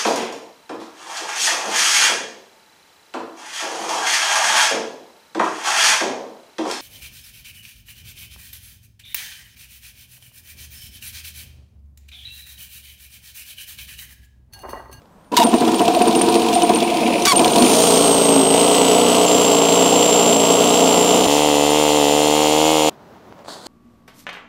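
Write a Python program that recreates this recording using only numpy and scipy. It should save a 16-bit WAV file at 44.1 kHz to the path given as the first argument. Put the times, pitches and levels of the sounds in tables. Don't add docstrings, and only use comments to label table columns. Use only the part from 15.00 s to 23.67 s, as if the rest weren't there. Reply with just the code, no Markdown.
import sys
import numpy as np
from scipy import signal
from scipy.fft import rfft, irfft, next_fast_len
from scipy.io import wavfile
from scipy.ndimage import map_coordinates

SR = 44100
rng = np.random.default_rng(int(sys.argv[2]) if len(sys.argv) > 2 else 0)


def decibels_to_gain(level_db):
    exponent = np.asarray(level_db, float) / 20
    return 10 ** exponent


def wrap_up_sound(samples):
    columns = np.atleast_2d(samples).T
    tamed = np.clip(columns, -1, 1)
    steps = np.round(tamed * 32767).astype(np.int16)
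    wavfile.write(sys.argv[1], SR, steps)


N = 382347
T = np.arange(N) / SR
CUT = 7.8975

# crank position [turns], puff level/dB, clack level/dB, inlet share [0-1]
ROUGH_CYCLE = [
    (0, -1, -1, .1),
    (.27, -1, 0, .1),
    (.62, -9, -8, .7),
    (1.02, -4, -2, .2),
    (1.29, -4, -2, .2),
    (1.64, -9, -9, .7),
]
# crank position [turns], puff level/dB, clack level/dB, inlet share [0-1]
CLEAN_CYCLE = [
    (0, 0, 0, .15),
    (.25, -11, -10, .7),
    (.5, -8, 0, .3),
    (.75, -12, -11, .7),
]
# t/s, speed [turns/s]
ROUGH_SPEED = [(2.328, 47.7), (2.55, 48.2), (2.8, 58.6), (2.94, 58.6), (3.39, 55.3), (3.47, 52.9),
               (3.55, 57), (3.71, 59.6), (4.43, 60.4), (4.55, 57.5), (4.68, 57), (4.76, 59.2), (5.03, 60.2),
               (5.31, 59), (5.37, 55.1), (5.52, 59.3), (6.04, 59.5), (6.27, 63.2)]
CLEAN_SPEED = [(6.27, 71.1), (6.392, 74.6), (6.462, 74.9), (6.504, 73.5), (6.614, 72.6), (6.798, 75.7),
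               (6.916, 74), (6.966, 74.8), (7.018, 72.7), (7.064, 72.3), (7.202, 74.7), (7.298, 74.4),
               (7.396, 75.9), (7.498, 75.6), (7.724, 78.9), (7.79, 77), (7.897, 76.3)]
# order [per turn], level/dB
ROUGH_ORDERS = [(1, -14.5), (2, -12.5), (3, -29), (4, 5.5), (5, 6.5), (6, -16), (7, -1), (8, -2), (9, 3),
                (10, -2), (11, 9.5), (12, 1), (13, -2), (14, -32), (15, -12.5), (16, -3), (19, -4.5)]
CLEAN_LOW_ORDERS = [(1, -18), (2, -13), (3, -12), (4, 0), (5, -11), (6, 0), (7, -1), (8, -6), (9, -4),
                    (10, -4), (11, -6), (12, -6)]
# f/Hz, width/Hz, level/dB
EXHAUST_PIPE = [(634, 260, 3), (344, 243, -5), (1140, 480, -5)]
PLYWOOD = [(200, 134, -10), (268.2, 9, 6), (472, 59, 2.5), (669.6, 63, 9), (930, 245, -2.5),
           (1450, 30, -12.5)]
# f/Hz, width/Hz, level/dB
ROUGH_VALVES = [
    [(1990, 14, 9), (3090, 550, 9), (5700, 8100, -33)],
    [(2570, 280, 8.5), (3580, 12000, 4), (4460, 300, -7)],
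]
CLEAN_VALVES = [
    [(2250, 27, 1), (2790, 460, 4.5), (3250, 350, 7.5), (4140, 170, -5.5)],
    [(2530, 490, 6), (3700, 980, 7), (6000, 420, -16)],
]
# f/Hz, level/dB
GAS_COLOUR = [(1000, -30), (1400, -9), (1800, -12), (3100, -1), (5200, -3), (6500, -1.5), (8200, -5.5),
              (10500, -10), (16000, -17)]
# t/s, f/Hz, level/dB
BOARD_BOOM = [(2.56, 257.5, -18.5), (2.666, 245.5, -6), (2.688, 271, -38.5), (2.87, 293.7, -41),
              (3.032, 281.4, -15), (3.088, 250, -54), (3.12, 289, -47), (3.366, 277, -15),
              (3.5, 265.3, -17)]
# t/s, f/Hz, level/dB
WHISTLE = [
    [(.65, 9780, -59), (1.3, 9840, -43), (1.75, 9600, -44), (2.25, 9600, -37.5)],
    [(2.4, 9800, -51), (2.55, 9500, -34), (2.65, 9100, -24.5), (2.9, 8550, -22.5), (3.45, 8300, -21),
     (3.6, 8190, -22.5), (3.92, 7930, -25), (4.258, 8000, -28.5)],
    [(4.26, 7360, -23), (4.68, 7440, -23.5), (5.27, 7350, -20.5), (5.36, 7440, -22), (5.62, 7440, -24),
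     (6.1, 7340, -23), (6.3, 7180, -30), (7.06, 7155, -29.5), (7.9, 7080, -31.5)],
]
# t/s, f/Hz, level/dB
NARROW_RINGS = [
    [(2.62, 9200, -45), (2.85, 8900, -33), (4.258, 8800, -38)],
    [(2.6, 9400, -56), (4.3, 9057, -42), (7.897, 9230, -40)],
    [(7.15, 4300, -48), (7.3, 4330, -38), (7.897, 4340, -40)],
    [(5.2, 14700, -56), (5.4, 14900, -50), (6.1, 14800, -52), (6.25, 14300, -58)],
]
# t/s, strength level/dB
HEAVES = [(0.4635, -17), (0.5406, -14), (0.609, -8), (0.6753, -5), (0.7427, -4), (.8094, -5), (.8784, 0),
          (.9484, -18), (1.016, -7), (1.0816, -6), (1.152, -6), (1.216, -5), (1.288, -7.5), (1.3495, -2.5),
          (1.42, -16), (1.487, -6), (1.5532, -1), (1.6227, -5.5), (1.6932, -15), (1.759, -9), (1.826, -6),
          (1.901, -11), (1.967, -14), (2.033, -6), (2.0994, -16), (2.1594, -7), (2.223, -7)]
# t/s, strength level/dB
KICKS = [
    (.321, -19),
    (.3285, -33.5),
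    (0.344, -18),
    (2.355, -9),
    (2.396, -14),
    (2.447, -9),
    (2.477, -12),
    (2.535, -11),
    (2.5842, 3),
    (2.649, -12),
]
# t/s, effort level/dB, slack [0-1]
STARTER_EFFORT = [(.316, -39, 0), (.36, -13.5, 0), (.39, -26, 0.2), (.49, -14, 0), (1.5, -11, 0.4),
                  (1.84, -14, 0.78), (2.03, -13, 1), (2.27, -13, 0.85), (2.295, -30, 0), (2.318, -25, 0),
                  (2.34, -16.5, 0.4), (2.75, -12, 0.8)]
# f/Hz, width/Hz, level/dB
CRANKED_PLYWOOD = [(227, 35.3, 4), (335.4, 20.7, 7.5), (452, 27.5, 2.5), (725, 37.4, -1.5), (966, 81, -4.5)]
# f/Hz, level/dB per Hz
RATTLE_COLOUR = [(900, 2), (1300, -19), (1750, -33), (2400, 5.5), (3500, 6), (6200, -1.5), (7500, -2),
                 (10500, -9.5), (16000, -15)]
# t/s, peak level/dB, ring f/Hz
TOOTH_CLACKS = [(0.3203, -28, 2670), (0.3428, -20, 2910), (0.368, -20, 3620), (0.467, -14, 3230),
                (0.5403, -15, 2880), (0.6082, -15, 4120), (0.6775, -11, 3380), (0.7436, -13.5, 3280),
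                (0.7942, -11, 3000), (0.8795, -8, 2670), (0.9479, -10, 4250), (1.017, -11, 2640),
                (1.0811, -13, 3570), (1.11, -17, 4070), (1.1502, -9.5, 2810), (1.2174, -8, 2900),
                (1.2861, -10, 2820), (1.342, -9, 2530), (1.3532, -9, 2700), (1.3959, -19, 2940),
                (1.419, -14, 2850), (1.4852, -10, 3200), (1.5366, -15, 2760), (1.553, -8, 2860),
                (1.62, -7.5, 3000), (1.693, -8.5, 3370), (1.736, -16, 2300), (1.7576, -12, 2840),
                (1.7855, -17, 3320), (1.804, -14, 3440), (1.8254, -11, 3420), (1.9013, -17, 3360),
                (1.9704, -13, 2380), (2.0743, -20, 2460), (2.2215, -12, 5900), (2.2522, -3, 5930),
                (2.3555, -7.5, 2860), (2.3807, -11, 3350), (2.394, -5, 3050), (2.4455, -3.5, 3400),
                (2.4784, -23, 2000), (2.4784, -9, 4170), (2.504, -16.5, 3260), (2.5333, -9, 3310),
                (2.5584, -8, 3010), (2.583, -6, 4230), (2.6225, -5, 4380), (2.648, -9, 3180),
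                (2.7388, -11, 6210), (2.7523, -7, 4300), (2.7872, -9, 3510), (2.8092, -8, 3600)]
# t/s, peak level/dB
SQUEALS = [(0.4403, -12), (0.4692, -21), (0.5445, -20), (0.6009, -26), (0.6318, -36), (0.6648, -27),
           (0.7167, -30), (0.7506, -19), (0.8149, -22), (0.8713, -36), (0.9042, -35), (0.9362, -18),
           (1.0205, -21), (1.0728, -20), (1.1557, -13), (1.2135, -11), (1.2933, -19), (1.3447, -15.5),
           (1.4116, -24), (1.4849, -28), (1.5403, -11), (1.5996, -30), (1.6321, -19), (1.6954, -22),
           (1.7468, -13), (1.8311, -17), (1.9474, -26), (2.1015, -34), (2.1289, -32), (2.2222, -22),
           (2.2542, -26), (2.2841, -7.5), (2.3609, -8.5), (2.3963, -18), (2.4248, -22), (2.4552, -13),
           (2.5076, -15), (2.5515, -20), (2.5959, -11), (2.6403, -24)]
# t/s, peak level/dB
BOARD_JOLTS = [(0.32, -9), (0.386, -8), (0.438, -5), (0.527, -7.5), (0.612, -7), (0.675, -6.5), (0.729, -9),
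               (0.798, -4.5), (0.876, -12), (0.933, -13), (1.001, -7.5), (1.066, -7), (1.155, -7.5),
               (1.223, -13), (1.273, -8), (1.346, -7.5), (1.424, -24), (1.476, -15), (1.629, -16),
               (1.692, -7.5), (1.76, -12), (1.815, -19), (2.015, -31), (2.016, -31), (2.074, -22),
               (2.105, -26), (2.159, -25), (2.221, -30), (2.338, -15), (2.392, -2), (2.452, -5),
               (2.553, -9), (2.583, -9), (2.618, -10)]
# t/s, peak level/dB
MESH_LOADS = [(0.469, -7), (0.533, -6), (0.6, -19), (0.634, -21), (0.671, -14), (0.701, -22), (0.817, -4),
              (0.88, -5), (0.956, -6.5), (1.024, -9.5), (1.087, -16), (1.14, -12), (1.203, -17),
              (1.229, -15), (1.277, -19), (1.325, -16), (1.354, -9), (1.434, -25), (1.522, -10),
              (1.564, -5), (1.594, -24), (1.627, -5.5), (1.695, -9.5), (1.82, -10), (1.911, -13),
              (1.947, -13), (2.013, -12), (2.076, -11), (2.137, -16), (2.16, -14), (2.223, -10),
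              (2.269, -19), (2.33, -19), (2.359, -10), (2.402, -9), (2.453, -15), (2.518, -14), (2.555, -8),
              (2.586, -14), (2.701, -15)]
# t/s, level/dB
PINION_GRIND = [
    [(.3665, -12), (.38, -13), (.384, -23), (.44, -23), (.448, -40)],
    [(2.2525, -11), (2.263, -15), (2.272, -20), (2.328, -20), (2.338, -32)],
]
# t/s, f/Hz, level/dB
BELT_GROAN = [(.372, 994, -9), (.384, 954, -14), (.396, 930, -20), (.407, 890, -15.5), (.42, 912, -11.5),
              (.446, 960, -21.5)]
# t/s, f/Hz, level/dB, overtone level/dB
BELT_SCREECH = [(2.266, 1183, -30, -3.5), (2.276, 1152, -18.5, -0.5), (2.315, 1117, -21, 1.5),
                (2.322, 1064, -10, -7), (2.329, 1020, -18, -19), (2.342, 930, -17, -34)]
# multiple of the fundamental, level/dB
BELT_OVERTONES = [(1, 0), (2, -3), (3, -5), (4, -3), (5, -8), (6, -11), (7, -14), (8, -9)]
# t/s, f/Hz, level/dB
BELT_SLIPS = [
    [(.333, 960, -29), (.341, 1010, -20), (.349, 1053, -23)],
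    [(.397, 706, -22), (.407, 710, -11.5), (.423, 710, -19), (.436, 700, -21)],
    [(2.26, 1540, -36), (2.272, 1500, -22), (2.288, 1450, -32)],
]
# t/s, level/dB, thud level/dB, length [s]
CONTACTS = [(0.019, -47, -3, 0.0078), (0.246, -52, -5, 0.0099), (0.057, -51, 0, .006),
            (1.213, -17, 5, 0.0044), (8.325, -45, 10, 0.006), (8.391, -46, 4, 0.006),
            (8.448, -44, 5, 0.006), (8.46, -42, 4, 0.006), (8.483, -41, 13, 0.006), (8.566, -41, 6, 0.006),
            (8.6634, -35, -8, 0.006)]
# f/Hz, level/dB per Hz
YARD_COLOUR = [(15, -51), (25, 5), (137, -8), (170, 1.5), (384, -12), (439, -8), (1020, -10.5),
               (2110, -26.5), (7920, -35.5), (16000, -43)]
# t/s, f/Hz, level/dB
BIRD_CALL = [(.11, 7800, -75), (.14, 7960, -77), (.23, 8600, -74), (.26, 9600, -66), (.285, 9300, -69),
             (.32, 9300, -66)]
# f/Hz, level/dB
ROOM_COLOUR = [(25, -25), (55, -12), (200, -5), (500, -7.5), (1000, -11.5), (1500, -19.5), (2500, -27.5),
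               (6000, -34.5), (9000, -44), (16000, -42)]
# t/s, level/dB
PALM_SLIDE = [(8.44, -58), (8.474, -46), (8.484, -36), (8.525, -34), (8.543, -34), (8.55, -38), (8.6, -44),
              (8.655, -42.5), (8.67, -26)]
# f/Hz, level/dB
TAPE_COLOUR = [(120, -20), (250, -7), (900, -6.5), (1500, -11), (2500, -28), (3500, -13), (4400, -8.5),
               (5600, -21), (8000, -18.5), (12000, -32), (16000, -40)]


def unit(x):
    return x / np.sqrt(np.mean(x[x != 0] ** 2) + 1e-20)


def curves(rows):
    s, *cols = np.transpose(rows)
    gate = np.clip(np.minimum(T - s[0], s[-1] - T) * 1000, 0, 1)
    return [gate] + [np.interp(T, s, c) for c in cols]


def wobble(rate):
    return map_coordinates(rng.standard_normal(int(N * rate / SR) + 4), [T * rate])


def filtered(x, response):
    m = next_fast_len(N + 8192)
    return irfft(rfft(x, m) * response(np.fft.rfftfreq(m, 1 / SR)), m)[:N]


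def resonant(x, modes):
    def response(f):
        total = 0
        for k, (centre, width, db) in enumerate(modes):
            peak = 1j * f * width / (centre * centre - f * f + 1j * f * width)
            total = total + (-1) ** k * decibels_to_gain(db) * peak
        return total * (1j * f / (1j * f + 90)) ** 2
    return filtered(x, response)


def noise(colour):
    f, db = np.transpose(colour)
    shape = lambda hz: decibels_to_gain(np.interp(np.log(hz + 1), np.log(f), db))
    return unit(filtered(rng.standard_normal(N), shape))


def swells(times, gains, rise, fall):
    t = np.arange(-4096, 4097) / SR
    whole, part = np.divmod(np.asarray(times) * SR, 1)
    spikes = np.zeros(N)
    for k, weight in enumerate((1 - part, part)):
        spikes += np.bincount(whole.astype(int) + k, gains * weight, N + 2)[:N]
    shape = np.where(t < 0, np.exp(-(t / rise) ** 2), np.exp(-np.abs(t) / fall))
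    return np.abs(signal.fftconvolve(spikes, shape, "same"))


def tone(rows, drift_hz, flutter_db, orders=((1, 0),)):
    gate, hz, db = curves(rows)
    phase = 2 * np.pi * np.cumsum(hz + drift_hz * wobble(150)) / SR
    wave = sum(decibels_to_gain(level) * np.sin(k * phase + k * k) for k, level in orders)
    return gate * decibels_to_gain(db + flutter_db * wobble(120)) * unit(wave)


def crank_orders(angle, cycle, orders, unsteady):
    place, puff_db, _, _ = np.transpose(cycle)
    steady = np.zeros(N)
    for k, level in orders:
        lead = np.angle(np.sum(decibels_to_gain(puff_db) * np.exp(-2j * np.pi * k * place)))
        swell = decibels_to_gain(level + min(k, 3) * unsteady * wobble(12))
        steady += swell * np.cos(2 * np.pi * k * angle + lead - 3 * np.pi / 4 + unsteady * wobble(9))
    return steady


def uneven_exhaust(puffs, gate, rumble_db):
    drive = decibels_to_gain(rumble_db) * rng.standard_normal(N) - unit(puffs * gate)
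    pipe = unit(gate * resonant(drive, EXHAUST_PIPE))
    board = unit(gate * resonant(drive, PLYWOOD))
    return filtered(pipe + decibels_to_gain(6.5) * board, lambda hz: 1 / (1 + (hz / 1450) ** 8))


def valve_clack(times, ticks, inlet, valves, loose):
    clack = np.zeros(N)
    for part, modes in zip((1 - inlet, inlet), valves):
        blow = swells(times - .0011, ticks * part, .00003, .00003)
        chatter = swells(times - .0008, ticks * part, .0003, .0008) + .12
        chatter = loose * chatter * rng.standard_normal(N)
        clack += resonant(resonant(blow + chatter, modes), [(2700, 1500, 0)])
    return clack


def engine(speed, levels_db, cruise, cycle, orders, valves, turns, jitter, scatter_db, unsteady,
           uneven_db, rumble_db, loose):
    gate, rate = curves(speed)
    below = np.minimum(np.log2(rate / cruise), 0)
    exhaust_db, clack_db, hiss_db = (db + slope * below for db, slope in zip(levels_db, (12, 18, 20)))
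    clack_db = clack_db - 14 * np.clip((3.43 - T) / 1.3, 0, 1)
    hiss_db = hiss_db + 6 * np.exp(-np.abs(T - 2.76) / 0.32)
    hiss_db = hiss_db - 2 * (T > 6.4)

    angle = np.cumsum(rate * gate) / SR
    place, puff_db, tick_db, inlet = np.transpose(cycle)
    steady = crank_orders(angle, cycle, orders, unsteady)

    slots = (np.arange(int(angle[-1] / turns) + 1)[:, None] * turns + place).ravel()
    count = len(slots)
    luck = rng.standard_normal((count, 3))
    times = np.interp(slots, angle, T) + jitter * luck[:, 0]
    puff_gains = decibels_to_gain(np.resize(puff_db, count) + scatter_db * luck[:, 1])
    puffs = swells(times, puff_gains, 0.00043, 0.0016)
    uneven = uneven_exhaust(puffs, gate, rumble_db)
    settled = np.clip((T - 2.45) / (2.8 - 2.45), .25, 1)
    exhaust = settled * unit(gate * steady) + decibels_to_gain(uneven_db) * unit(gate * uneven)

    ticks = decibels_to_gain(np.resize(tick_db, count) + scatter_db / 2 * luck[:, 2])
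    clack = valve_clack(times, ticks, np.resize(inlet, count), valves, loose)
    rush = (swells(times, ticks, 0.00075, 0.0056) + 0.058) * noise(GAS_COLOUR)
    mix = decibels_to_gain(exhaust_db) * unit(gate * exhaust)
    mix += decibels_to_gain(clack_db) * unit(gate * clack)
    mix += decibels_to_gain(hiss_db) * unit(gate * rush)
    return gate * mix


def rough_engine():
    fan = [(7.17, 8)]
    halfway = [(k + .5, -4 - 1.5 * abs(k + .5 - 9.4)) for k, _ in ROUGH_ORDERS]
    levels_db = (-13.5, -24.5, -24)
    return engine(ROUGH_SPEED, levels_db, 58, ROUGH_CYCLE, ROUGH_ORDERS + fan + halfway, ROUGH_VALVES,
                  turns=2, jitter=.00017, scatter_db=2.2, unsteady=.55, uneven_db=2.5, rumble_db=1.5, loose=.03)


def clean_engine():
    high = []
    for k in range(13, 30):
        stub_db = 11 / (1 + ((k - 27.5) / 1.6) ** 2)
        high.append((k, max(-8 - 2.5 * (k - 12), -28) + stub_db))
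    levels_db = (-14.5, -24.5, -23)
    return engine(CLEAN_SPEED, levels_db, 70, CLEAN_CYCLE, CLEAN_LOW_ORDERS + high, CLEAN_VALVES,
                  turns=1, jitter=.000012, scatter_db=1.5, unsteady=.25, uneven_db=-9.5, rumble_db=8, loose=.012)


def board_boom():
    return decibels_to_gain(-5.5) * tone(BOARD_BOOM, drift_hz=7.5, flutter_db=3)


def whistle():
    speed = np.where(T < CLEAN_SPEED[0][0], curves(ROUGH_SPEED)[1], curves(CLEAN_SPEED)[1])
    throb = 1 + .35 * np.exp(2j * np.pi * np.cumsum(4 * speed) / SR)
    notes = sum(tone(rows, drift_hz=18, flutter_db=1.5, orders=((1, 0), (2, -29))) for rows in WHISTLE)
    rings = sum(tone(rows, drift_hz=73, flutter_db=4.5) for rows in NARROW_RINGS)
    return np.real(signal.hilbert(notes, next_fast_len(N))[:N] * throb) + rings


def starter():
    gate, effort_db, _ = curves(STARTER_EFFORT)
    jolt_s, jolt_db = np.transpose(BOARD_JOLTS)
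    shake = decibels_to_gain(effort_db - 6.5) + swells(jolt_s + .012, decibels_to_gain(jolt_db - 6.5), 0.01, 0.015)
    board = shake * unit(resonant(rng.standard_normal(N) * decibels_to_gain(1.4 * wobble(300)), CRANKED_PLYWOOD))

    heave_s, heave_db = np.transpose(HEAVES + KICKS)
    clack_s, clack_db, _ = np.transpose(TOOTH_CLACKS)
    rattle = decibels_to_gain(effort_db - 18)
    rattle += swells(clack_s + 0.00065, decibels_to_gain(clack_db - 9), 0.00036, 0.0031)
    rattle += swells(heave_s - .023, decibels_to_gain(heave_db - 24), 0.0028, 0.0041)
    gears = rattle * noise(RATTLE_COLOUR)

    t, teeth = np.arange(SR // 20) / SR, np.zeros(N)
    for at, db, hz in TOOTH_CLACKS:
        teeth[int(at * SR):][:len(t)] += decibels_to_gain(db - 9.5 - 60 * t / 0.036) * np.sin(2 * np.pi * hz * t)

    squeal_s, squeal_db = np.transpose(SQUEALS)
    metal = tone([(.42, 8900, 0), (2.3, 8800, 0), (2.75, 8660, 0)], drift_hz=55, flutter_db=4)
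    squeal = swells(squeal_s + 0.002, decibels_to_gain(squeal_db - 11), 0.0017, 0.029) * metal
    return gate * (board + gears + teeth + squeal)


def pinion():
    gate, effort_db, slack = curves(STARTER_EFFORT)
    heave_s, _ = np.transpose(HEAVES + KICKS)
    load_s, load_db = np.transpose(MESH_LOADS)
    load = swells(load_s + 0.0063, decibels_to_gain(load_db), .009, .016)
    beat = swells(heave_s + 0.0049, np.ones(len(heave_s)), 0.025, 0.012)
    hum = decibels_to_gain(-31.5 + np.minimum(effort_db + 19, 0)) + .36 * load
    hum = hum * tone([(.45, 705, 0), (2.7, 705, 0)], drift_hz=26, flutter_db=3.5)

    def ring(mode):
        return unit(resonant(resonant(rng.standard_normal(N), [mode]), [mode]))
    bracket = decibels_to_gain(-51.5 + 28 * slack) * beat * ring((544, 140, 0))
    housing = decibels_to_gain(-44 + 13.5 * slack) * ring((2520, 850, 0))
    in_mesh = T > PINION_GRIND[0][0][0]
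    return gate * (hum + in_mesh * decibels_to_gain(4 * wobble(200)) * (bracket + housing))


def engagement():
    rows = [row[:3] for row in BELT_SCREECH]
    overtone_db = curves(BELT_SCREECH)[3] + 2.5
    out = tone(rows, 5, 1) + decibels_to_gain(overtone_db) * tone(rows, 5, 2, BELT_OVERTONES[1:])
    out += sum(tone(slip, 40, 2) for slip in BELT_SLIPS)
    out += tone(BELT_GROAN, drift_hz=50, flutter_db=2.5, orders=[(1, 0), (3, -14), (4, -15)])
    for rows in PINION_GRIND:
        gate, scrape_db = curves(rows)
        scrape = noise([(800, -8.5), (1700, -3.5), (2600, -4), (4000, -1), (6000, -4.5), (8000, -7), (16000, -16.5)])
        out += gate * decibels_to_gain(scrape_db + 3.2 * wobble(400)) * scrape
    return out


def clunks():
    s, db, thud_db, length = np.transpose(CONTACTS)
    crack = noise([(1200, -12), (3500, 0), (7000, -13), (16000, -34)])
    cracks = sum(swells([at], gain, .0003, life / 3) for at, gain, life in zip(s, decibels_to_gain(db - 4), length)) * crack
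    blows = swells(s, decibels_to_gain(db + thud_db + 3), 0.000076, 0.000056)
    return cracks + resonant(blows, [(337, 95, -11), (674, 380, 19.5), (1010, 470, -2)])


def sliding_palm():
    gate, slide_db = curves(PALM_SLIDE)
    return gate * decibels_to_gain(slide_db + 1.2 * wobble(600)) * noise(TAPE_COLOUR)


def yard():
    air = decibels_to_gain(-49 + 1.1 * wobble(17)) * noise(YARD_COLOUR)
    whine = tone([(0, 13900, -80), (.4, 13900, -80)], drift_hz=10, flutter_db=2.5)
    return air + whine + tone(BIRD_CALL, drift_hz=20, flutter_db=-1)


def room():
    return decibels_to_gain(-45 + 0.98 * wobble(27)) * noise(ROOM_COLOUR)


def scene():
    running = rough_engine() + clean_engine() + board_boom() + whistle()
    cranking = starter() + pinion() + engagement()
    outdoors = running + cranking + yard()
    indoors = sliding_palm() + room()
    return (np.where(T < CUT, outdoors, indoors) + clunks())[None]


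def roll_off(x):
    return signal.sosfilt(signal.butter(12, 16810, fs=SR, output="sos"), x)


def record(dry):
    x = filtered(dry[0], lambda hz: hz ** 2 / (hz ** 2 + 40 ** 2))
    x = x / (1 + np.abs(x / .92) ** 5) ** (1 / 5)
    x = filtered(x, lambda hz: np.clip((16000 - hz) / 350, 0, 1) ** 2)
    return roll_off(x[None])


dry = scene()
out = record(dry)
wrap_up_sound(out)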